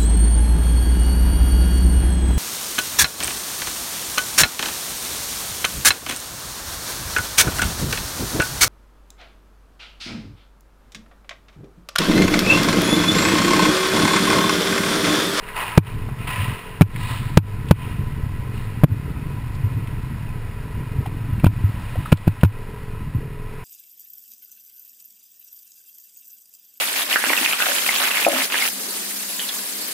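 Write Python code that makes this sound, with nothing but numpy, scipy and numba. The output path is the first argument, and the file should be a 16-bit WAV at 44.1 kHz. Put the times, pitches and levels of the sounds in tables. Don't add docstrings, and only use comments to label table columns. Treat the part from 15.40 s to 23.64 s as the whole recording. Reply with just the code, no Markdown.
import sys
import numpy as np
from scipy import signal
from scipy.fft import rfft, irfft
from scipy.io import wavfile
from scipy.ndimage import uniform_filter1d
from numba import njit

SR = 44100
rng = np.random.default_rng(int(sys.argv[2]) if len(sys.argv) > 2 else 0)


def store_pcm(level_fs):
    pcm = np.round(np.clip(level_fs, -1, 1) * 32767).astype(np.int16)
    wavfile.write(sys.argv[1], SR, np.atleast_2d(pcm).T)


N = 363384
TIME = np.arange(N) / SR
# (time [s], boom level [dB])
RUTS = [(0.996, -5), (1.078, -8), (2.589, -2), (2.829, -6), (3.514, 0.5), (4.236, -3), (4.345, -6),
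        (5.361, -17), (5.584, -0.5), (5.925, -5), (6.239, 5.5), (6.575, -4), (7.749, -4)]


def knocks(blow_t60=0.036, phase_rad=0.401, overtone=0.271, crack=0.25, crack_t60=0.03):
    # (time [s], blow level [dB], blow pitch [Hz], boom level [dB], rattle level [dB])
    blows = [(.3764, 35.5, 154.2, 22, 9.5), (1.4098, 12.5, 180, -14, -14), (1.4165, 19.5, 173.4, 15, -1.5),
             (1.9722, 31.5, 154.4, 21, 9), (2.31, 22, 154.5, 11.5, -3), (3.4354, 9.5, 150, -17, -20.5),
             (3.442, 16, 140, -10, -25), (6.036, -3, 135, -30, -30), (6.043, 8, 152, -4, -16),
             (6.065, 6.5, 136, 10, -15), (6.718, -7, 125, -24, -13.5), (6.725, 16.5, 150, 7.5, -9),
             (6.8713, -4, 142, -22, -30), (6.8774, 4.5, 149, 3, -21), (7.0335, 13, 150.5, 6, -14.5),
             (7.0459, -1, 160, 11.5, -14.5)]
    # (frequency [Hz], relative level [dB], t60 [s])
    mount_modes = [(978, -4.5, 0.05), (1436, -1.5, 0.032), (2358, -2.5, 0.034), (3630, -20, 0.01)]
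    out, t = np.zeros(N), np.arange(SR // 5) / SR
    for start, blow_db, blow_hz, boom_db, rattle_db in blows:
        contact_s = 0.0076 * .5 ** (blow_db / 9.5)
        phase = 2 * np.pi * blow_hz * t
        swing = np.sin(phase + phase_rad) + overtone * np.sin(2 * phase)
        blow = -swing * fade(t, blow_t60) * (1 - fade(t, contact_s))
        noise = rng.standard_normal(len(t))
        ring = sum(undb(db) * unit(band(noise, hz, hz / 12)) * fade(t, t60)
                   for hz, db, t60 in mount_modes)
        rattle = (ring + crack * noise * fade(t, crack_t60)) * (1 - fade(t, 2 * contact_s))
        add(out, start, undb(blow_db) * blow + undb(boom_db) * boom(t) + undb(rattle_db) * rattle)
    return out


def rut_thuds():
    out, t = np.zeros(N), np.arange(SR // 5) / SR
    for start, db in RUTS:
        add(out, start, undb(db) * boom(t))
    return out


def boom(t, hz=100.6, t60=0.091, rise_s=0.059):
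    return -np.sin(2 * np.pi * hz * t) * fade(t, t60) * (1 - fade(t, rise_s))


def frame_rumble(shake_db=4.0, rough_db=-25.5, rough_s=0.047, air_db=-34, air_follows=0.27):
    # (time [s], relative level [dB])
    road = [(0.0, -54.5), (0.37, -41.5), (0.55, -29), (0.94, -34.5), (1.1, -56), (1.35, -40.5),
            (1.58, -29.5), (1.84, -28.5), (1.92, -30), (4.75, -30.5), (5.23, -34.5), (6.15, -27),
            (6.7, -37.5), (7.41, -38.5), (7.66, -32), (8.24, -41)]
    # (frequency [Hz], relative density [dB])
    frame_spectrum = [(20, -30), (55, -3.5), (80, -5.5), (105, 2.5), (130, 0), (170, -10.5), (230, -14.5),
                      (300, -19), (380, -28), (600, -54), (1200, -103)]
    # (frequency [Hz], relative density [dB])
    air_spectrum = [(8, -18), (19, 25), (30, 14), (50, 7.5), (80, -15), (200, -41)]
    shake = colour(grains(400, 0.56), frame_spectrum)
    shake = shake / np.sqrt(uniform_filter1d(shake ** 2, int(.07 * SR)) + 0.06)
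    rough = sum(swell(s - rough_s, rough_s, s + rough_s, t60=0.15) for s, _ in RUTS)
    strength = np.hypot(undb(curve(road) + shake_db), undb(rough_db) * rough)
    air = colour(rng.standard_normal(N), air_spectrum) * unit(strength ** air_follows)
    return shake * strength + undb(air_db) * air


def engine(scatter_db=3.1, waver=0.00188, surge_db=1.0, widen=1.16):
    # (frequency [Hz], nominal width [Hz], relative level [dB])
    resonances = [(167, 83, 4.5), (423.5, 62, 6.5), (515, 47, -14), (965, 17.4, -0.5), (1350, 75, -21),
                  (1920, 92, -13.5)]
    firing_hz, gain = throttle()
    cycles = np.cumsum(firing_hz * (1 + waver * walk(14))) / SR
    pulses = np.diff(np.floor(cycles), prepend=0) * undb(scatter_db * walk(42))
    gas = np.exp(-3 * (cycles % 1)) * rng.standard_normal(N)
    drive = unit(pulses) + .15 * unit(gas)
    drone = sum(undb(db) * band(band(drive, hz, widen * width), hz, widen * width)
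                for hz, width, db in resonances)
    return unit(drone) * gain * undb(surge_db * walk(7))


def throttle(open_s=.05, shut_t60=0.36, coast_db=-54.5):
    # (start [s], end [s], first firing rate [Hz], last rate [Hz], level [dB])
    pulls = [(0, 1.64, 41.96, 44.55, -43), (2.05, 3.96, 42.68, 45.14, -45), (4.12, 4.6, 43.56, 43.6, -46),
             (4.9, 5.8, 40.28, 45.24, -43.5), (7.14, 7.58, 40, 44.07, -41.5), (7.83, 8.3, 41.12, 44.7, -41)]
    rates = [point for start, end, low, high, _ in pulls for point in ((start, low), (end, high))]
    gain = sum(undb(db) * swell(start - open_s, open_s, end, shut_t60) for start, end, _, _, db in pulls)
    return curve(rates), np.maximum(gain, undb(coast_db))


def tyres(hiss_db=3.0, mist_db=-6, spray_db=-3, drops_db=-1, gush_db=-10, spray_ring=0.72, spurt_db=0.97):
    # (time [s], relative level [dB])
    wetness = [(2.7, -48.5), (4.18, -48), (5.8, -49), (6.54, -45.5), (6.8, -48.5), (7.96, -51.5),
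               (8.24, -49)]
    # (time [s], time to plough in [s], time inside [s], relative level [dB], gush pitch [Hz])
    puddles = [(.01, 0.027, 0.11, -38, 1460), (.145, 0.027, 0.068, -25.5, 930),
               (.76, 0.052, 0.023, -38.5, 2280), (0.867, 0.008, 0.16, -29, 2600),
               (1.5, 0.19, 0.043, -32.5, 3680), (2.26, 0.12, 0.067, -39, 2540),
               (3.12, 0.043, 0.0087, -43, 3880), (6.2, 0.43, 0.089, -45, 3500)]
    # (frequency [Hz], relative density [dB])
    tread_spectrum = [(200, -11), (450, 3), (700, 0.5), (1150, -4), (1400, 1.5), (2100, 1.5), (2700, -8),
                      (3500, -9.5), (5200, -13)]
    # (frequency [Hz], relative density [dB])
    mist_spectrum = [(300, -2.5), (700, 0), (1100, -7.5), (2000, 5), (2800, -12), (3700, -6), (5100, -14.5)]
    # (frequency [Hz], width [Hz], gain [dB])
    housing_modes = [(1007, 69.5, 14.5), (1281, 37, 5), (1937, 33, 1), (2520, 117, 6), (2790, 67, 4.5)]
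    wet = undb(curve(wetness))
    thrown, gush = wet * undb(mist_db), 0
    spurts = undb(spurt_db * walk(30.32))
    for start, rise, inside, db, hz in puddles:
        depth = undb(db) * swell(start, rise, start + rise + inside, t60=1.09) * spurts
        thrown = np.hypot(thrown, depth * undb(spray_db))
        gush = gush + depth * undb(gush_db) * pitched_noise(N, hz, q=2.54)
    hiss = colour(grains(14000, 0.4), tread_spectrum) * wet * undb(hiss_db)
    mist = colour(grains(5000, .6), mist_spectrum)
    spray = unit(mist + undb(drops_db) * drops()) * thrown
    drive = hiss + spray_ring * spray
    housing = sum(undb(db) * band(drive, hz, width) for hz, width, db in housing_modes)
    return hiss + spray + gush + housing


def drops(per_s=170, spread_db=1.6, q=22, count=28):
    pitches = np.geomspace(900, 3200, count) * (1 + 0.023 * rng.standard_normal(count))
    return unit(sum(unit(band(grains(per_s, spread_db), hz, hz / q)) * np.sqrt(hz) for hz in pitches))


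def splats_and_chatter(q=2.13, t60=0.037, rise_s=0.0099):
    # (time [s], level [dB], pitch [Hz])
    bursts = [(0.086, -24, 2020), (0.686, -23.5, 975), (0.873, -23, 2360), (.977, -34, 2010),
              (1.56, -24, 2010), (2.285, -30, 2980), (4.148, -39, 3980), (4.471, -32.5, 2460),
              (5.655, -21, 830), (5.66, -29, 2400), (5.996, -33, 2460), (6.057, -20.5, 2360),
              (6.555, -18.5, 700), (6.656, -23, 1300), (6.77, -34.5, 3480), (7.008, -32, 2800)]
    out, t = np.zeros(N), np.arange(SR // 5) / SR
    envelope = fade(t, t60) * (1 - fade(t, rise_s))
    for start, db, hz in bursts:
        add(out, start, undb(db) * pitched_noise(len(t), hz, q) * envelope)
    return out


def pitched_noise(size, hz, q):
    return unit(band(band(rng.standard_normal(size), hz, hz / q), hz, hz / q))


def undb(db):
    return 10 ** (np.asarray(db) / 20)


def unit(x):
    return x / np.sqrt(np.mean(x ** 2))


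def curve(points):
    return np.interp(TIME, *np.transpose(points))


def colour(x, points):
    hz, db = np.transpose(points)
    bins_hz = np.maximum(np.fft.rfftfreq(N, 1 / SR), 1)
    gain = undb(np.interp(np.log(bins_hz), np.log(hz), db))
    return unit(irfft(rfft(x) * gain, N))


def band(x, hz, width):
    return signal.lfilter(*signal.iirpeak(hz, hz / width, fs=SR), x)


def walk(per_s):
    step = int(SR / per_s)
    stairs = np.repeat(rng.standard_normal(N // step + 1), step)
    return unit(uniform_filter1d(stairs, step)[:N])


def grains(per_s, spread_db):
    size = undb(spread_db * np.minimum(rng.exponential(size=N), 5))
    return unit((rng.random(N) < per_s / SR) * rng.standard_normal(N) * size)


def fade(t, t60):
    return np.exp(-np.log(1000) * t / t60)


def swell(start, rise, end, t60):
    return np.clip((TIME - start) / rise, 0, 1) * fade(np.maximum(TIME - end, 0), t60)


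def add(out, start_s, sound):
    i = int(start_s * SR)
    out[i:i + len(sound)] += sound[:N - i]


@njit
def follow(x, attack, release):
    out, level = np.empty(len(x)), 0.
    for i in range(len(x)):
        level += (abs(x[i]) - level) * (attack if abs(x[i]) > level else release)
        out[i] = level
    return out


def steep_lowpass(x, hz):
    return signal.sosfilt(signal.ellip(8, .2, 70, hz, fs=SR, output="sos"), x)


def scene():
    mono = engine() + frame_rumble() + tyres() + knocks() + rut_thuds() + splats_and_chatter()
    return np.array([mono, mono])


def record(dry, knee_db=-7.0, attack_s=0.0025, release_s=0.039, lag_s=0.0035, coarse_hz=12000):
    over_db = np.maximum(20 * np.log10(np.abs(dry[0]) + 1e-9) - knee_db, 0)
    duck_db = follow(over_db, 1 / (attack_s * SR), 1 / (release_s * SR))
    ducked = dry * undb(-np.interp(TIME - lag_s, TIME, duck_db))
    dulled = steep_lowpass(ducked, hz=5650)
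    clipped = np.clip(signal.resample_poly(dulled, coarse_hz, SR, axis=1), -1, 1)
    held = signal.resample_poly(np.repeat(clipped, 4, axis=1), SR, 4 * coarse_hz, axis=1)[:, :N]
    return steep_lowpass(held, hz=15500)


dry = scene()
out = record(dry)
store_pcm(out)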